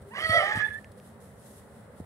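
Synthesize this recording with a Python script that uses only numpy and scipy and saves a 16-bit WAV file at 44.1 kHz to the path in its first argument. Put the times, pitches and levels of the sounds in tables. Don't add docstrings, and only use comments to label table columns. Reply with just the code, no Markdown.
import sys
import numpy as np
from scipy import signal
from scipy.fft import rfft, irfft
from scipy.io import wavfile

SR = 44100
rng = np.random.default_rng(int(sys.argv[2]) if len(sys.argv) > 2 else 0)


def dump_mix(stems):
    frames = np.atleast_2d(stems).T
    limited = np.clip(frames, -1, 1)
    pcm = np.round(limited * 32767).astype(np.int16)
    wavfile.write(sys.argv[1], SR, pcm)


def natural_amplitude(level_db):
    exponent = np.asarray(level_db, float) / 20
    return 10 ** exponent


N = 90404

# frequency in Hz, density in dB per Hz.
COUNTRY_RUMBLE = [(18, -58), (30, -9.5), (87, -1.5), (173, -8.5), (209, -7.5), (410, -22.5), (450, -10),
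                  (985, -19.5), (2000, -25), (2500, -40.5), (5720, -120)]
# frequency in Hz, density in dB per Hz.
TREBLE_AIR = [(2400, -8), (3500, -8), (6500, -16.5), (8000, -7.5), (10500, -6), (12000, -20), (15700, -11)]
# frequency in Hz, width in Hz, level in dB.
FARM_DRONES = [(100, 73, -58), (207.8, 27.6, -58.5), (405.3, 28, -64.5), (523, 95, -61.5)]
# delay in seconds, level in dB, left-right difference in dB.
WALL_ECHOES = [
    (.088, 5, -11),
    (.06, -9, -5),
    (.172, -21, -8),
]
# start in seconds, rise in seconds, fall in seconds, level in dB,
# crisp top relative to level in dB.
RUSTLES = [(0.024, 0.0056, 0.0043, -64.5, -15), (.08, 0.0052, 0.25, -69.5, -2),
           (.21, 0.024, 0.026, -56.5, -8), (0.294, 0.029, 0.11, -48, -34), (0.576, 0.02, 0.015, -51, -21),
           (0.671, 0.028, 0.028, -61, -7), (0.74, 0.012, 0.012, -62, 1), (.78, 0.0082, 0.057, -66.5, -18),
           (0.92, 0.0036, .006, -63.5, -20), (0.986, 0.01, 0.013, -64.5, -8),
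           (1.067, 0.033, 0.038, -64.5, 0), (1.207, 0.0043, 0.084, -67, 16), (1.475, .02, 0.01, -65.5, 25),
           (1.5, 0.093, 0.1, -64, 18), (1.585, 0.02, 0.014, -65, 17), (1.78, 0.07, 0.031, -71, 2),
           (2.001, 0.029, 0.012, -65, -8)]
# frequency in Hz, density in dB per Hz.
RUSTLE_BODY = [(2600, -10.5), (4000, -7.5), (6800, -19.5), (8000, -6), (10500, -3.5), (11800, -28),
               (15700, -37)]
# frequency in Hz, density in dB per Hz.
RUSTLE_TOP = [(5000, -18), (11500, -8), (13500, -22.5), (15700, -21)]
# start in seconds, level in dB, frequency in Hz.
TWIGS = [
    (1, -46.5, 680),
    (.8435, -49, 2200),
    (0.845, -41, 2000),
    (0.919, -57, 4500),
]
# start in seconds, peak in dB, ground ring in Hz, knock relative to thud in dB,
# knock in Hz.
HOOF_FALLS = [(0.294, -22.5, 105.7, 3.5, 128), (0.366, -29.5, 109.5, -1, 183),
              (0.552, -25.5, 90, -0.5, 166.9), (.572, -25.5, 105, 9, 130), (0.688, -33.5, 82, -3.5, 200),
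              (0.89, -38.5, 100, -4, 185), (1.601, -38.5, 97.5, -12, 200), (2.001, -31, 101, 10, 163),
              (0.234, -31.5, 85, -12, 150), (.81, -53.5, 142, 11, 258), (.008, -36.5, 75.4, -11, 190)]
# time in seconds, pitch in Hz, level in dB, roughness from 0 to 1,
# mouth brightness (third partial) in dB.
LOW = [
    (.125, 505, -47, 0.5, -2),
    (.165, 562.8, -42.5, 0.47, -11),
    (.225, 634, -35, 0.16, -10.5),
    (.258, 653.4, -34, 0.07, -2),
    (.275, 636.2, -29.5, 0.02, -16.5),
    (.372, 652.7, -28, 0.04, -0.5),
    (.415, 602, -32, 0.11, -10.5),
    (.525, 615, -40, 0.3, -0.5),
    (.635, 629.7, -44.5, 0.6, -2.5),
]
# time in seconds, pitch in Hz, level in dB, first partial relative to throat in dB.
HIGH = [
    (.42, 742, -54.5, 26),
    (.48, 813, -44, 5),
    (.525, 845, -35, 1),
    (.565, 862.7, -35, -0.5),
    (.6, 845, -48, -8.5),
    (.635, 847.2, -43.5, -13),
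    (.675, 883.4, -45, 3),
    (.7, 900, -51.5, -41),
    (.715, 910, -100, -14),
]
LOW_PARTS_DB = {3.5: -9, 4: -10, 4.5: -8, 5: 10, 5.5: 2, 6: 5, 6.5: -2, 7: 16, 7.5: 1, 8: 1, 8.5: 3, 9: 4}
# frequency in Hz, gain in dB.
THROAT = [(500, -17.5), (700, -7), (1280, -1), (1550, -2), (1800, 7.5), (2000, 7), (2500, -18), (9000, -39)]
# frequency in Hz, width in Hz, level in dB.
GROWL_RING = [(549, 27, -14.5), (598, 61, -6.5), (687.7, 17.3, -0.5), (1310, 39, -7)]
# frequency in Hz, density in dB per Hz.
HISS = [(300, -7.5), (700, -1.5), (1100, -20), (1900, 3.5), (2600, -8.5), (5000, -17.5), (9500, -28.5),
        (15000, -40)]
# time in seconds, frequency in Hz, level in dB.
CHIRP = [(.1, 773, -64), (.12, 926, -47), (.135, 989, -51), (.155, 730, -49)]
# time in seconds, frequency in Hz, level in dB.
SIGH = [(.86, 662, -62), (.9, 590, -56), (.93, 547, -55), (.99, 497.5, -60), (1.02, 490, -62)]
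# time in seconds, frequency in Hz, level in dB.
MOAN = [(0, 403.3, -67), (.09, 402.3, -49.5), (.15, 406, -61), (.26, 404, -53)]
# time in seconds, half length in seconds,
# depth in dB.
LEVEL_DIPS = [
    (0.281, 0.011, -4.5),
    (.393, 0.0021, -0.5),
    (0.549, 0.021, -5),
    (.672, .003, -8),
    (0.699, 0.0033, -10.5),
    (0.777, 0.0076, -9.5),
]
# frequency in Hz, left-right difference in dB.
LOW_PAN = [(300, 2.5), (700, -2.5), (1300, -2), (1900, -8), (2600, -3), (3300, -5), (4500, 1)]
# frequency in Hz, left-right difference in dB.
HIGH_PAN = [(300, -9), (850, -7), (1700, -2), (3500, -11)]


def clock():
    return np.arange(N) / SR


def col(table, order, t):
    return np.interp(t, np.array(table)[:, 0], np.array(table)[:, order])


def tone_db(table, hz):
    return np.interp(np.log(np.maximum(hz, 1)), np.log(np.array(table)[:, 0]), np.array(table)[:, 1])


def ramp(t, start_s, per_s):
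    return np.clip((t - start_s) * per_s, 0, 1)


def unit(x):
    return x / np.sqrt(np.mean(x ** 2))


def noise(table, size=()):
    hz = np.fft.rfftfreq(N, 1 / SR)
    inside = (hz > table[0][0]) & (hz < table[-1][0])
    white = rng.standard_normal(size + (N,))
    return unit(irfft(rfft(white) * natural_amplitude(tone_db(table, hz)) * inside, N))


def walk(rate_hz):
    low_pass = signal.butter(2, rate_hz, fs=SR, output="sos")
    return unit(signal.sosfilt(low_pass, rng.standard_normal(N)))


def ring(x, hz, width_hz):
    return signal.lfilter(*signal.iirpeak(hz, hz / width_hz, fs=SR), x)


def double_ring(x, hz, width_hz):
    return ring(ring(x, hz, 2 * width_hz), hz, width_hz)


def late(x, delay_s, shape=((100, 0), (200, 0)), share=0):
    hz = np.fft.rfftfreq(2 * N, 1 / SR)
    spectrum = rfft(x, 2 * N) * natural_amplitude(share * tone_db(shape, hz))
    return irfft(spectrum * np.exp(-2j * np.pi * hz * delay_s))[:N]


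def place(x, pan):
    lag_s = -0.00015
    return np.array([late(x, lag_s / 2, pan, 0.51), late(x, -lag_s / 2, pan, -0.88)])


def wide(mid, side):
    high_pass = signal.butter(1, 1620, "high", fs=SR, output="sos")
    side = signal.sosfilt(high_pass, side) + natural_amplitude(-18) * side
    return np.array([mid + side, mid - side])


def drones():
    out = 0
    for hz, width_hz, db in FARM_DRONES:
        out = out + natural_amplitude(db + 0.56 * walk(39)) * unit(double_ring(rng.standard_normal(N), hz, width_hz))
    return out


def country():
    far = natural_amplitude(-52.5 + 0.74 * walk(1.1)) * wide(noise(COUNTRY_RUMBLE), noise(COUNTRY_RUMBLE))
    hum = wide(drones(), drones()) * natural_amplitude([[-.6], [.6]])
    return far + hum + natural_amplitude(-68 + walk(7.6)) * noise(TREBLE_AIR, size=(2,))


def yard(voice):
    t60_s, level_db = .55, -12.5
    t = clock()[:N // 2]
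    tail = rng.standard_normal((2, N // 2)) * natural_amplitude(-60 * t / t60_s) * (t > .01)
    tail = tail / np.sqrt(np.sum(tail[0] ** 2))
    return natural_amplitude(level_db) * signal.fftconvolve(voice[None], tail, axes=1)[:, :N]


def barn_wall(bright):
    low_pass = signal.butter(3, 2500, fs=SR, output="sos")
    dull = signal.sosfilt(low_pass, bright) * natural_amplitude(-2.26)
    echoes = 0
    for delay_s, db, pan_db in WALL_ECHOES:
        echoes = echoes + natural_amplitude(db) * late(dull, delay_s) * natural_amplitude(np.array([[pan_db], [-pan_db]]) / 2)
    return np.array([late(echoes[0], 0.0001), echoes[1]])


def rustle_swell(t, top_share):
    power = 0
    for start_s, rise_s, fall_s, db, top_db in RUSTLES:
        spread_s = np.where(t < start_s, rise_s, fall_s)
        power = power + natural_amplitude(db + top_share * top_db) ** 2 * np.exp(-((t - start_s) / spread_s) ** 2)
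    return np.sqrt(power)


def twigs(t):
    out = 0
    for start_s, db, hz in TWIGS:
        fade = (t > start_s) * np.exp(-np.maximum(t - start_s, 0) / 0.00075)
        out = out + 3 * natural_amplitude(db) * fade * ring(ring(rng.standard_normal(N), hz, 1900), hz, 3300)
    return out


def rustle(t):
    body = rustle_swell(t, 0) * noise(RUSTLE_BODY, size=(2,)) * natural_amplitude(1.7 * walk(220))
    crisp = rustle_swell(t, 0.19) * noise(RUSTLE_TOP, size=(2,)) * natural_amplitude(1.8 * walk(220))
    return body + crisp + twigs(t)


def hooves(t):
    glide, glide_s = 0.78, 0.0018
    out = 0
    for start_s, db, hz, knock_db, knock_hz in HOOF_FALLS:
        u = np.maximum(t - start_s, 0)
        v = u + glide * glide_s * (1 - np.exp(-u / glide_s))
        thud_fade = natural_amplitude(-60 * u / 0.097) * (1 - np.exp(-u / 0.0028))
        knock_fade = natural_amplitude(-60 * u / .026) * (1 - np.exp(-u / .0016))
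        knock = np.sin(2 * np.pi * knock_hz * v) + 0.28 * np.sin(2 * np.pi * 2.7 * knock_hz * v)
        out = out - natural_amplitude(db) * (thud_fade * np.sin(2 * np.pi * hz * u) + natural_amplitude(knock_db) * knock_fade * knock)
    return wide(out, late(out, 0.003))


def whistle(table, t, overtone_db=-60):
    edge = np.clip(np.minimum(t - table[0][0], table[-1][0] - t) * 200, 0, 1)
    phase = 2 * np.pi * np.cumsum(col(table, 1, t)) / SR
    tone = np.sin(phase) + natural_amplitude(overtone_db) * (np.sin(2 * phase) + np.sin(3 * phase) / 2)
    return natural_amplitude(col(table, 2, t) + 3.2 * walk(26)) * edge * tone


def folds(hz, rough, extra_db):
    rough_hz = 80
    hz = hz * (1 + 0.007 * walk(37.8))
    phase = 2 * np.pi * np.cumsum(hz) / SR
    out = 0
    for k, db in extra_db.items():
        blur = rough + 0.1 * max(k - 3, 0)
        beat_share = 1 if k > 3 and k != 7 else .45
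        beat_db = np.minimum(4.5 * beat_share * walk(14.1), 5)
        level = natural_amplitude(tone_db(THROAT, k * hz) + db + beat_db)
        steady_power = np.sqrt(2 / (1 + 2 * blur ** 2))
        in_phase = np.sin(k * phase) * (1 + blur * walk(rough_hz))
        quadrature = blur * walk(rough_hz) * np.cos(k * phase)
        out = out + level * steady_power * (in_phase + quadrature)
    return out


def growl_pulses():
    rate_hz, jitter, scatter_db = 105, .28, 2.5
    cycles = np.cumsum(rate_hz * np.maximum(1 + jitter * walk(30.29), .2)) / SR
    return cycles, np.diff(np.floor(cycles), prepend=0) * natural_amplitude(scatter_db * walk(60))


def growl(pulses):
    return unit(sum(natural_amplitude(db) * double_ring(pulses, hz, width_hz) for hz, width_hz, db in GROWL_RING))


def low_voice(t, rough, cycles, growl_gate, shut_db):
    parts = {
        1: -11 * ramp(t, 0.457, 25) + 4 * growl_gate,
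        2: 0,
        3: col(LOW, 4, t),
    }
    for k, db in LOW_PARTS_DB.items():
        parts[k] = db + shut_db
    growl_s, nasal_hz, nasal_width_hz = 0.3077, 4500, 75
    parts[4] = parts[4] + 14 * np.clip((t - growl_s - .1) * 25, 0, 1)
    parts[7] = parts[7] - np.minimum(6 * ((7 * col(LOW, 1, t) - nasal_hz) / nasal_width_hz) ** 2, 30)
    flutter = 1 + np.minimum(2 * rough, .5) * np.cos(2 * np.pi * cycles)
    return flutter * folds(col(LOW, 1, t), 1.64 * rough, parts)


def high_voice(t):
    fourth_db = 14 - np.clip((.615 - t) * 300, 0, 18) - np.clip((t - .655) * 400, 0, 14)
    return folds(col(HIGH, 1, t), .2, {1: col(HIGH, 3, t), 2: 0, 3: -14, 4: fourth_db})


def squeal(t):
    low = natural_amplitude(col(LOW, 2, t)) * np.clip((LOW[-1][0] - t) * 50, 0, 1) * ramp(t, LOW[0][0], 50)
    high = natural_amplitude(col(HIGH, 2, t)) * ramp(t, HIGH[0][0], 100) * (t < HIGH[-1][0])
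    shut_db = -14 * np.clip((.175 - t) * 18, 0, 1)
    rough = np.clip(col(LOW, 3, t), 0, 1)
    growl_s, growl_len_s, growl_rise_s = 0.3077, 0.16, .035
    gate = np.clip(np.minimum(t - growl_s, (growl_s + growl_len_s - t) / 2) / growl_rise_s, 0, 1)
    cycles, pulses = growl_pulses()
    hiss = natural_amplitude(-12.5 + 1.6 * walk(53)) * noise(HISS)
    first = low * low_voice(t, rough, cycles, gate, shut_db)
    first = first + natural_amplitude(-26) * gate * growl(pulses)
    first = first + low * (0.88 + 8.2 * rough) * natural_amplitude(shut_db) * hiss
    first = first + whistle(SIGH, t) + whistle(CHIRP, t, overtone_db=-4) + whistle(MOAN, t)
    second = high * high_voice(t) + 0.57 * high * hiss
    return first, second


def scene():
    t = clock()
    first, second = squeal(t)
    high_pass = signal.butter(6, 1547, "high", fs=SR, output="sos")
    bright = signal.sosfilt(high_pass, natural_amplitude(-14) * first + second)
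    direct = place(first, LOW_PAN) + place(second, HIGH_PAN)
    dip_gain = natural_amplitude(sum(db * np.exp(-((t - s) / half_s) ** 2) for s, half_s, db in LEVEL_DIPS))
    voice = dip_gain * (direct + barn_wall(bright))
    return voice + yard(first + bright) + hooves(t) + rustle(t) + country()


def band_limit(x):
    return signal.sosfilt(signal.butter(12, 15700, fs=SR, output="sos"), x)


def record(dry):
    bass_cut = signal.butter(3, 71.4, "high", fs=SR, output="sos")
    top_cut = signal.ellip(8, .2, 70, 15750, fs=SR, output="sos")
    mix = signal.sosfilt(np.vstack([bass_cut, top_cut]), dry)
    return band_limit(mix)


dry = scene()
out = record(dry)
dump_mix(out)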